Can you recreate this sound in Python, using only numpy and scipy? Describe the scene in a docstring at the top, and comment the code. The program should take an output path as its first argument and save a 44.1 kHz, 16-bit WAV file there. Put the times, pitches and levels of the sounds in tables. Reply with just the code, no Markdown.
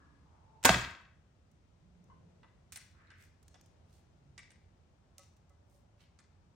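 """A bow shot in a back yard

A compound bow fires: the string cracks home and sets the frame ringing. Some 40 ms later the arrow
smacks into a target block, and the smack bounces between wooden fences. Then come small clicks and
rubs as the archer takes another arrow and snaps it onto the string. Behind it all is a quiet
neighbourhood rumble, with faint tones and one far-off yelp."""
import sys
import numpy as np
from scipy import signal
from scipy.fft import rfft, irfft, next_fast_len
from scipy.io import wavfile
from scipy.ndimage import map_coordinates

SR = 44100
rng = np.random.default_rng(int(sys.argv[2]) if len(sys.argv) > 2 else 0)


def put_to_file(sound):
    """Save the sound as 16-bit audio at rate SR, in the file named by the first command-line argument."""
    columns = np.atleast_2d(sound).T  # one column per channel
    safe = np.clip(columns, -1, 1)
    whole_steps = np.round(safe * 32767)
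    wavfile.write(sys.argv[1], SR, whole_steps.astype(np.int16))


N = 288842


def amp(db):
    """Turn decibels into a gain."""
    return 10 ** (np.asarray(db) / 20)


def unit(x):
    """Scale a sound to an average (rms) level of 1."""
    return x / np.sqrt(np.mean(x ** 2) + 1e-20)


def along(points, hz):
    """Read between the rows of a (frequency, value) table, on a log axis."""
    f, v = np.transpose(points)
    return np.interp(np.log(hz + 1), np.log(f + 1), v)


def clock(size=SR // 2):
    """The time of each sample, in seconds."""
    return np.arange(size) / SR


def curves(rows):
    """Join the rows of a table over time: one curve for each column after the first."""
    s, *columns = np.transpose(rows)
    return [np.interp(clock(N), s, column) for column in columns]


def wobble(rate, size):
    """A smooth random curve through `rate` points a second."""
    points = rng.standard_normal(int(size * rate / SR) + 4)
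    return map_coordinates(points, [np.arange(size) * rate / SR])


def fade(t, t60):
    """Die away by 60 dB in the fade time, t60 seconds."""
    return np.exp(-np.log(1000) * t / t60)


def struck(t, rise, t60):
    """The loudness of something hit: a quick rise, then a fade."""
    t = np.maximum(t, 0)
    return (1 - np.exp(-t / rise)) * fade(t, t60)


def swell(s, half, sound):
    """Fade a sound in and out around time s; return its start time and the sound."""
    t = clock(sound.shape[-1])
    start = max(s - t.mean(), 0)
    return start, sound * np.exp(-((start + t - s) / half) ** 2 / 2)


def add(track, s, sound):
    """Mix a sound into a track at time s."""
    start = round(s * SR)
    track[..., start:start + sound.shape[-1]] += sound[..., :N - start]


def filtered(x, response):
    """Turn each frequency up or down by response(frequency)."""
    size = next_fast_len(x.shape[-1] + 8192)
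    hz = np.fft.rfftfreq(size, 1 / SR)
    return irfft(rfft(x, size) * response(hz), size)[..., :x.shape[-1]]


def colour(points):
    """A filter shape drawn through (frequency, level) points."""
    return lambda hz: amp(along(points, hz))


def resonance(centre, width, order=1):
    """A filter shape that keeps a band around one pitch; higher orders are steeper."""
    return lambda hz: (1j * hz * width / (centre ** 2 - hz ** 2 + 1j * hz * width)) ** order


def lowpass(top_hz, order=4):
    """A filter shape that takes away the highs."""
    return lambda hz: 1 / np.sqrt(1 + (hz / top_hz) ** (2 * order))


def noise(response, likeness, size=SR // 2):
    """Filtered stereo noise; likeness 1 makes left and right the same, 0 unrelated."""
    def mid_and_side(hz):
        turn = np.arccos(np.clip(along(likeness, hz), -1, 1)) / 2
        return response(hz) * np.array([np.cos(turn), np.sin(turn)])
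    mid, side = filtered(rng.standard_normal((2, size)), mid_and_side)
    return unit(np.array([mid + side, mid - side]))


def gliding(hz, width_hz):
    """A band of noise whose centre slides along the curve hz."""
    centre = hz.mean()
    band = noise(resonance(centre, width_hz, order=3), AIR_LIKENESS, size=len(hz))
    shift = np.exp(2j * np.pi * np.cumsum(hz - centre) / SR)
    return np.real(signal.hilbert(band) * shift)


def ringing(tones, rise):
    """Fading (pitch, level, fade time) tones, each starting at a random point in its wave."""
    t = clock()
    return sum(amp(db) * struck(t, rise, t60) * np.sin(2 * np.pi * hz * t + rng.uniform(0, 2 * np.pi))
               for hz, db, t60 in tones)


def grainy(x, depth_db=4, rate=370):
    """Roughen a sound by shaking its level quickly."""
    return unit(x * amp(depth_db * wobble(rate, x.shape[-1])))


def panned(x, left_db):
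    """Lean a sound to the left (+) or right (-)."""
    return x * amp([[left_db / 2], [-left_db / 2]])


def leaning(x, points):
    """Lean each frequency to its own side."""
    return filtered(x, lambda hz: amp(np.outer([.5, -.5], along(points, hz))))


# The tone of the rumble and hiss: (frequency [Hz], level [dB])
RUMBLE_COLOUR = [(12, -51), (20, -18.5), (88, 2), (120, -7), (158, -6.5), (216, -12.5), (301, -17.5),
                 (337, -17.5), (459, -21), (558, -21), (976, -26), (1370, -28.5), (1660, -31.5),
                 (4400, -39), (6000, -38.5), (8410, -44), (16000, -66)]
# The rumble eases slowly: (time [s], level [dB])
RUMBLE_LEVEL = [(0, -62.5), (1.3, -64), (2.4, -63), (4.4, -64), (5.4, -64.5), (6.55, -64.5)]
# A far-off wash of noise comes and goes: (time [s], level [dB], centre [Hz])
FAR_WASH = [(0, -69, 1199), (.19, -78.5, 1050), (.33, -70, 879.6), (.62, -74.5, 798.1), (1.5, -91.5, 650.7),
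            (2.25, -72, 440), (3.0, -88, 599.1), (3.8, -74.5, 620.4), (4.4, -86, 649), (5.1, -78, 700),
            (6.55, -83, 848.6)]
# How alike far sounds are in both ears: (frequency [Hz], likeness [0-1])
AIR_LIKENESS = [(60, .89), (130, 0.84), (290, 0.85), (640, 0.055), (1400, 0.1), (3000, 0.004)]
# Which side the background favours: (frequency [Hz], left minus right [dB])
AIR_BALANCE = [(100, -2), (380, 1.5), (700, 0), (1300, 3), (2400, 6.5), (4400, 8), (8000, 2), (15000, 0)]
def neighbourhood(drift_db=0.52, wash_width_hz=650):
    """A low steady rumble with thin hiss, under a far-off wash and faint tones."""
    rumble_db, = curves(RUMBLE_LEVEL)
    wash_db, wash_hz = curves(FAR_WASH)
    rumble = amp(rumble_db + drift_db * wobble(1.8, N)) * noise(colour(RUMBLE_COLOUR), AIR_LIKENESS, N)
    wash = amp(wash_db) * gliding(wash_hz, wash_width_hz)
    return leaning(rumble + wash + far_tones(), AIR_BALANCE)


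# Faint far-off tones: (middle time [s], half length [s], level [dB], pitch [Hz])
FAR_TONES = [(0.05, 0.1, -73.5, 1684), (.1, 0.14, -74, 281), (.56, 0.084, -65.5, 880),
             (.56, 0.038, -73.5, 439), (2.083, .17, -60.5, 174.6), (4.33, 0.094, -64, 138),
             (5.794, 0.2, -77.5, 573)]
def far_tones(width_at_1khz=55):
    """Distant tones swell and fade; the higher ones are more blurred on their way."""
    out = np.zeros((2, N))
    for s, half, db, hz in FAR_TONES:
        width = width_at_1khz * (hz / 1000) ** .75
        tone = noise(resonance(hz, width, order=2), AIR_LIKENESS, size=3 * SR // 2)
        add(out, *swell(s, half, amp(db) * tone))
    return out


# The release trips, the pulleys unwind, the arrow leaves, the string hits its stop and the
# bow's arms spring back: (time [s], level [dB], rise time [s], fade time [s])
STRING_CRACKS = [(0.629, -46, .0005, .07), (0.6381, -36.5, .0005, 0.11), (0.6477, -17, .0007, 0.062),
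                 (.6530, -10.5, .0005, 0.029), (0.6583, -18.5, .0004, 0.058)]
# The tone of each crack: (frequency [Hz], level [dB])
CRACK_COLOUR = [(100, -19), (400, -2.5), (1500, 2), (2400, 0), (3200, -0.5), (4500, -5.5), (7000, 0),
                (9500, -3.5), (14500, -9), (16500, -15)]
# How alike close sounds are in both ears: (frequency [Hz], likeness [0-1])
CLOSE_LIKENESS = [(200, .6), (900, .3), (2500, 1), (8000, 0.011)]
def string_crack():
    """A swelling run of rough cracks as the string flies home."""
    out, t = np.zeros((2, N)), clock()
    for s, db, rise, t60 in STRING_CRACKS:
        roughness = amp(3.0 * wobble(1200, len(t)))
        crack = unit(roughness * noise(colour(CRACK_COLOUR), CLOSE_LIKENESS))
        add(out, s, amp(db) * struck(t, rise, t60) * crack)
    return panned(out, left_db=-2.0)


# The tones of the bow's arms, handle and pulleys: (pitch [Hz], level [dB], fade time [s])
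BOW_TONES = [(94, -34.5, 0.23), (255, -18.5, .08), (301.2, -21, 0.06), (486.2, -27, 0.17), (565, -25, .1),
             (761, -25.5, .18), (932, -10, 0.038), (1076, -28, .16), (1089, -28.5, 0.27),
             (1193.5, -30, 0.15), (1438, -24.5, .18), (1529, -23, 0.23), (1618, -27, 0.29),
             (1756, -28, 0.13), (2064, -24.5, 0.18), (4000, -33.5, 0.17), (5980, -29, .09),
             (7492, -29.5, .09)]
def bow_ring(stop_time=.6518, rise=0.002):
    """The string's sudden stop sets the whole bow ringing."""
    out, t = np.zeros((2, N)), clock()
    for hz, db, t60 in BOW_TONES:
        # shorter waves reach the two microphones further out of step
        spread = np.array([[1], [-1]]) * 0.4 * min(hz / 1000, 2)
        phase = rng.uniform(0, 2 * np.pi) + spread
        # nearby echoes shift each side a little more, by chance
        phase += .45 * min(hz / 300, 1) * rng.standard_normal((2, 1))
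        add(out, stop_time, amp(db) * struck(t, rise, t60) * np.sin(2 * np.pi * hz * t + phase))
    return panned(out, left_db=-0.5)


# The point breaks through the target's layers: (time [s], level [dB], push length [s])
PUNCHES = [(0.6923, -4, .0004), (.6939, -6.5, .0003), (0.6954, -4, .0004)]
def arrow_hit(tear_db=-12, tear_t60=.007, tear_hz=2800, top_hz=6000):
    """The arrow punches in with a few sharp pushes that tear the layers."""
    out, t = np.zeros((2, N)), clock()
    for s, db, length in PUNCHES:
        push = (t / length - 1) * np.exp(-t / length)
        tear = amp(tear_db) * fade(t, tear_t60) * noise(resonance(tear_hz, width=3500), YARD_LIKENESS)
        add(out, s, amp(db) * (push + tear))
    out = filtered(out, lowpass(top_hz, order=2))
    # the target stands to the right, so the left microphone hears it a little later
    delays = np.array([[.00005], [0]])
    out = filtered(out, lambda hz: np.exp(-2j * np.pi * hz * delays))
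    return panned(out, left_db=-3.0)


# The tones of the target block and its stand: (pitch [Hz], level [dB], fade time [s], delay [s])
BLOCK_TONES = [(63, -30.5, 0.32, .012), (122, -25.5, .2, .014), (187.4, -30.5, 0.16, .005),
               (654.3, -11.5, .05, 0), (740, -19.5, .1, 0), (1614, -28.5, 0.061, 0.00097),
               (2750, -22, .025, 0)]
def block_thud(rise_cycles=0.21, thud_time=.6975, thud_db=-16, start_hz=280, end_hz=88, sag_s=0.014):
    """The struck block knocks, then thuds with a pitch that sags as it gives way."""
    out, t = np.zeros(N), clock()
    hit_time = PUNCHES[0][0]
    for hz, db, t60, delay in BLOCK_TONES:
        tone = struck(t, rise_cycles / hz, t60) * np.sin(2 * np.pi * hz * t)
        add(out, hit_time + delay, amp(db) * tone)
    pitch = end_hz + (start_hz - end_hz) * np.exp(-t / sag_s)
    thud = struck(t, rise=.006, t60=.085) * np.sin(2 * np.pi * np.cumsum(pitch) / SR)
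    add(out, thud_time, amp(thud_db) * thud)
    return panned(out, left_db=-1.5)


# How long the yard's echo lasts: (frequency [Hz], fade time [s])
YARD_FADE = [(100, .42), (500, 0.47), (1000, 0.57), (1600, .6), (3000, .54), (7000, 0.42), (11000, .31),
             (16000, 0.42)]
# The tone of that echo: (frequency [Hz], level [dB])
ECHO_COLOUR = [(60, -1), (170, -1.5), (320, -5), (700, -10), (1000, -3), (1700, -1), (2400, -0.5),
               (3200, -2.5), (5000, -1), (8000, -4), (14000, -9.5)]
# How alike it is in both ears: (frequency [Hz], likeness [0-1])
YARD_LIKENESS = [(100, 0.98), (500, 0.97), (2000, 0.46), (8000, .35)]
# Which side it favours: (frequency [Hz], left minus right [dB])
YARD_BALANCE = [(150, -1.5), (700, 1.5), (2400, 2), (4400, 6), (8000, 5.5), (15000, 0)]
def yard_echo(x, onset_s=0.01, build_s=.01):
    """Sound scatters off boards, walls and house; each frequency dies at its own speed."""
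    out = np.zeros((2, N))
    # the sound wanders between two sets of paths, which blurs its pitches
    blend = 1.5 * wobble(90, N)
    for share in (np.cos(blend), np.sin(blend)):
        hiss = noise(np.ones_like, YARD_LIKENESS, size=2 * SR // 3)
        hz, t, bands = signal.stft(hiss, SR, nperseg=256)
        _, tail = signal.istft(bands * fade(t, along(YARD_FADE, hz)[:, None]), SR, nperseg=256)
        since_onset = np.maximum(clock(tail.shape[1]) - onset_s, 0)
        tail *= 1 - np.exp(-since_onset / build_s)
        tail = filtered(tail / np.linalg.norm(tail[0]), colour(ECHO_COLOUR))
        tail = leaning(tail, YARD_BALANCE)
        out += signal.oaconvolve((share * x.mean(0))[None], tail, axes=1)[:, :N]
    return out


# What the fence boards throw back: (frequency [Hz], level [dB])
FENCE_COLOUR = [(100, -20), (700, -7.5), (1600, 4.5), (3500, 4.5), (8000, -2), (15000, -10)]
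def fence_flutter(x, trip_s=.0514, first_db=-8.5, loss_db=6.5, every_second_db=-8.5):
    """Sound bounces between facing fences, fading each trip; every second echo is weaker still."""
    out, thrown = np.zeros(N), filtered(x.mean(0), colour(FENCE_COLOUR))
    for trip in range(7):
        db = first_db - loss_db * trip + every_second_db * (trip % 2)
        add(out, (trip + 1) * trip_s, amp(db) * thrown)
    return panned(out, left_db=1.5)


def house_echo(x, delay=.059, wall_db=-9, top_hz=220):
    """Bass passes through the boards and comes back from the house."""
    out = np.zeros((2, N))
    add(out, delay, amp(wall_db) * filtered(x, lowpass(top_hz, order=2)))
    return out


# The tone of two hard things touching: (frequency [Hz], level [dB])
TICK_COLOUR = [(300, -21), (1500, -1.5), (3500, -3), (6000, -0.5), (9000, 3.5), (16000, -7)]
def tick(t60, top_hz, rise=.00008):
    """The sharp noise of a touch; softer ones lose their highs."""
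    hiss = noise(lambda hz: colour(TICK_COLOUR)(hz) * lowpass(top_hz)(hz), CLOSE_LIKENESS)
    return struck(clock(), rise, t60) * hiss


def held_ring(hz, width_hz, t60, rise=0.00025):
    """The blurred ring of a part held in the hand."""
    return struck(clock(), rise, t60) * noise(resonance(hz, width_hz, order=2), CLOSE_LIKENESS)


# Small hard parts of the release and arrow touch; the row at 5.193 s is the nearby fence throwing back the tap
# just before it: (time [s], level [dB], tick fade time [s])
LIGHT_TAPS = [(1.514, -71.5, .03), (2.041, -67.5, .012), (2.7220, -45, 0.099), (3.428, -63.5, .035),
              (3.481, -55.5, .02), (3.612, -56.5, .013), (3.66, -67, 0.039), (5.1818, -44.5, 0.013),
              (5.193, -56, 0.027), (5.366, -70, 0.045), (5.495, -71, 0.036)]
def taps(top_hz=17000, ring_hz=6300, ring_db=-8, ring_t60=0.039):
    """Light hard touches, each a bright tick and a thin ring."""
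    out = np.zeros((2, N))
    for s, db, t60 in LIGHT_TAPS:
        tap = tick(t60, top_hz) + amp(ring_db) * held_ring(ring_hz, 0.23 * ring_hz, ring_t60)
        add(out, s, amp(db) * tap)
    return panned(out, left_db=-3.5)


# The tones in a short far-off yelp: (pitch [Hz], level [dB])
YELP_TONES = [(1020, -56), (1520, -72), (2050, -77), (3000, -78)]
def yelp(start=2.095, rise=0.0063, t60=0.32, width_hz=120):
    """One blurred yelp from another yard."""
    out, t = np.zeros((2, N)), clock()
    for hz, db in YELP_TONES:
        tone = noise(resonance(hz, width_hz, order=2), AIR_LIKENESS)
        add(out, start, amp(db) * struck(t, rise, t60) * tone)
    return out


# Arrow and hand knock against the bow; harder knocks have a higher top:
# (time [s], level [dB], pitch [Hz], top frequency [Hz])
BOW_KNOCKS = [(2.431, -58.5, 893, 3500), (2.7592, -55.5, 1700, 15000), (3.069, -70.5, 4003, 4490),
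              (3.104, -59, 1540, 5104), (3.543, -60, 820, 5600), (4.3786, -50.5, 2150, 6500),
              (4.505, -66, 1747, 8300), (6.189, -65.5, 1450, 7300)]
# Every knock rings the arrow shaft: (pitch [Hz], level against the knock [dB], fade time [s])
SHAFT_TONES = [(1989, -6, .07), (3520, -9, .07), (5430, -5, .05)]
def knocks(width_hz=650, t60_at_1khz=.068, tick_db_per_octave=9.5, even_top_hz=4830):
    """Heavier bumps: a dull knock and the shaft's ring, with more tick the harder they are."""
    out = np.zeros((2, N))
    for s, db, hz, top_hz in BOW_KNOCKS:
        body = held_ring(hz, width_hz, t60_at_1khz * (1000 / hz) ** .3)  # higher pitches die sooner
        shaft = filtered(ringing(SHAFT_TONES, rise=0.0016), lowpass(top_hz))
        tick_db = tick_db_per_octave * np.log2(top_hz / even_top_hz)
        add(out, s, amp(db) * (body + shaft + amp(tick_db) * tick(t60=.042, top_hz=top_hz)))
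    return panned(out, left_db=-3.0)


# The first echoes from the fence beside the archer: (delay [s], level [dB])
NEAR_ECHOES = [(.0045, -11.5), (0.0121, -5.5), (0.0122, -5)]
def beside_fence(x):
    """The nearest boards thicken a sound with a few quick echoes, left and right swapped."""
    out = x.copy()
    for delay, db in NEAR_ECHOES:
        add(out, delay, amp(db) * x[::-1])
    return out


def quiver_rub(start=2.93, length=.29, edge_s=0.024, db=-70.5, growth_db=5, from_hz=1250, to_hz=1950):
    """An arrow slides out of the quiver with a grainy rub that grows and climbs in pitch."""
    out, t = np.zeros((2, N)), clock()
    progress = np.minimum(t / length, 1)
    fade_in = np.minimum(t / edge_s, 1)
    fade_out = np.exp(-np.maximum(t - length, 0) / edge_s)
    rub = grainy(gliding(from_hz + (to_hz - from_hz) * progress, width_hz=1500))
    add(out, start, amp(db + growth_db * (progress - 1)) * fade_in * fade_out * rub)
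    return panned(out, left_db=-8.5)


# Things brushing past: (middle time [s], half length [s], level [dB], centre [Hz])
SOFT_BRUSHES = [(3.222, .03, -71.5, 5940), (3.948, 0.041, -77.5, 5140), (5.749, .04, -80, 7300),
                (6.014, 0.02, -72, 2630)]
def brushes():
    """Sleeves and the arrow's fins brush past in soft swells of grainy noise."""
    out = np.zeros((2, N))
    for s, half, db, hz in SOFT_BRUSHES:
        rustle = grainy(noise(resonance(hz, width=1.64 * hz, order=2), CLOSE_LIKENESS))
        add(out, *swell(s, half, amp(db) * rustle))
    return panned(out, left_db=-8.5)


# The arrow snaps on, then settles: (time [s], level [dB])
NOCK_SNAPS = [(5.187, 1.5), (5.5, -7.5)]
# The tones of the string and pulleys: (pitch [Hz], level [dB], fade time [s])
STRING_TONES = [(558, -59, .15), (772, -64, .14), (1140, -65, 0.18), (1282, -61, 0.18), (2020, -67.5, 0.21)]
def nock():
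    out = np.zeros((2, N))
    for s, db in NOCK_SNAPS:
        add(out, s, amp(db) * ringing(STRING_TONES, rise=0.0048))
    return out


def scene():
    """Bow, target and small clicks all sound into the same yard."""
    crack, ring, hit, thud = string_crack(), bow_ring(), arrow_hit(), block_thud()
    light, heavy = taps(), knocks() + quiver_rub() + brushes()
    handling = light + heavy
    direct = crack + ring + hit + thud + light + beside_fence(heavy)
    archer_echo = yard_echo(amp(-3) * crack + amp(-6) * ring + amp(-2) * handling)
    target_echo = yard_echo(amp(-3.5) * hit + amp(-9) * thud)
    bounces = fence_flutter(hit + amp(-10.5) * crack + amp(-7) * handling) + house_echo(thud)
    return direct + archer_echo + target_echo + bounces + neighbourhood() + yelp() + nock()


# How well the microphones pick up each frequency: (frequency [Hz], level [dB])
MIC_COLOUR = [(20, -20), (32, -8.5), (45, -1), (9700, -0.5), (10800, -11), (12000, -11), (13200, 0)]
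def record(dry, top_hz=16200):
    """The small microphones lose the deep bass, dip in the treble and cut off the very top."""
    heard = filtered(dry, colour(MIC_COLOUR))
    return filtered(heard, lowpass(top_hz, order=120))


dry = scene()
out = record(dry)
put_to_file(out)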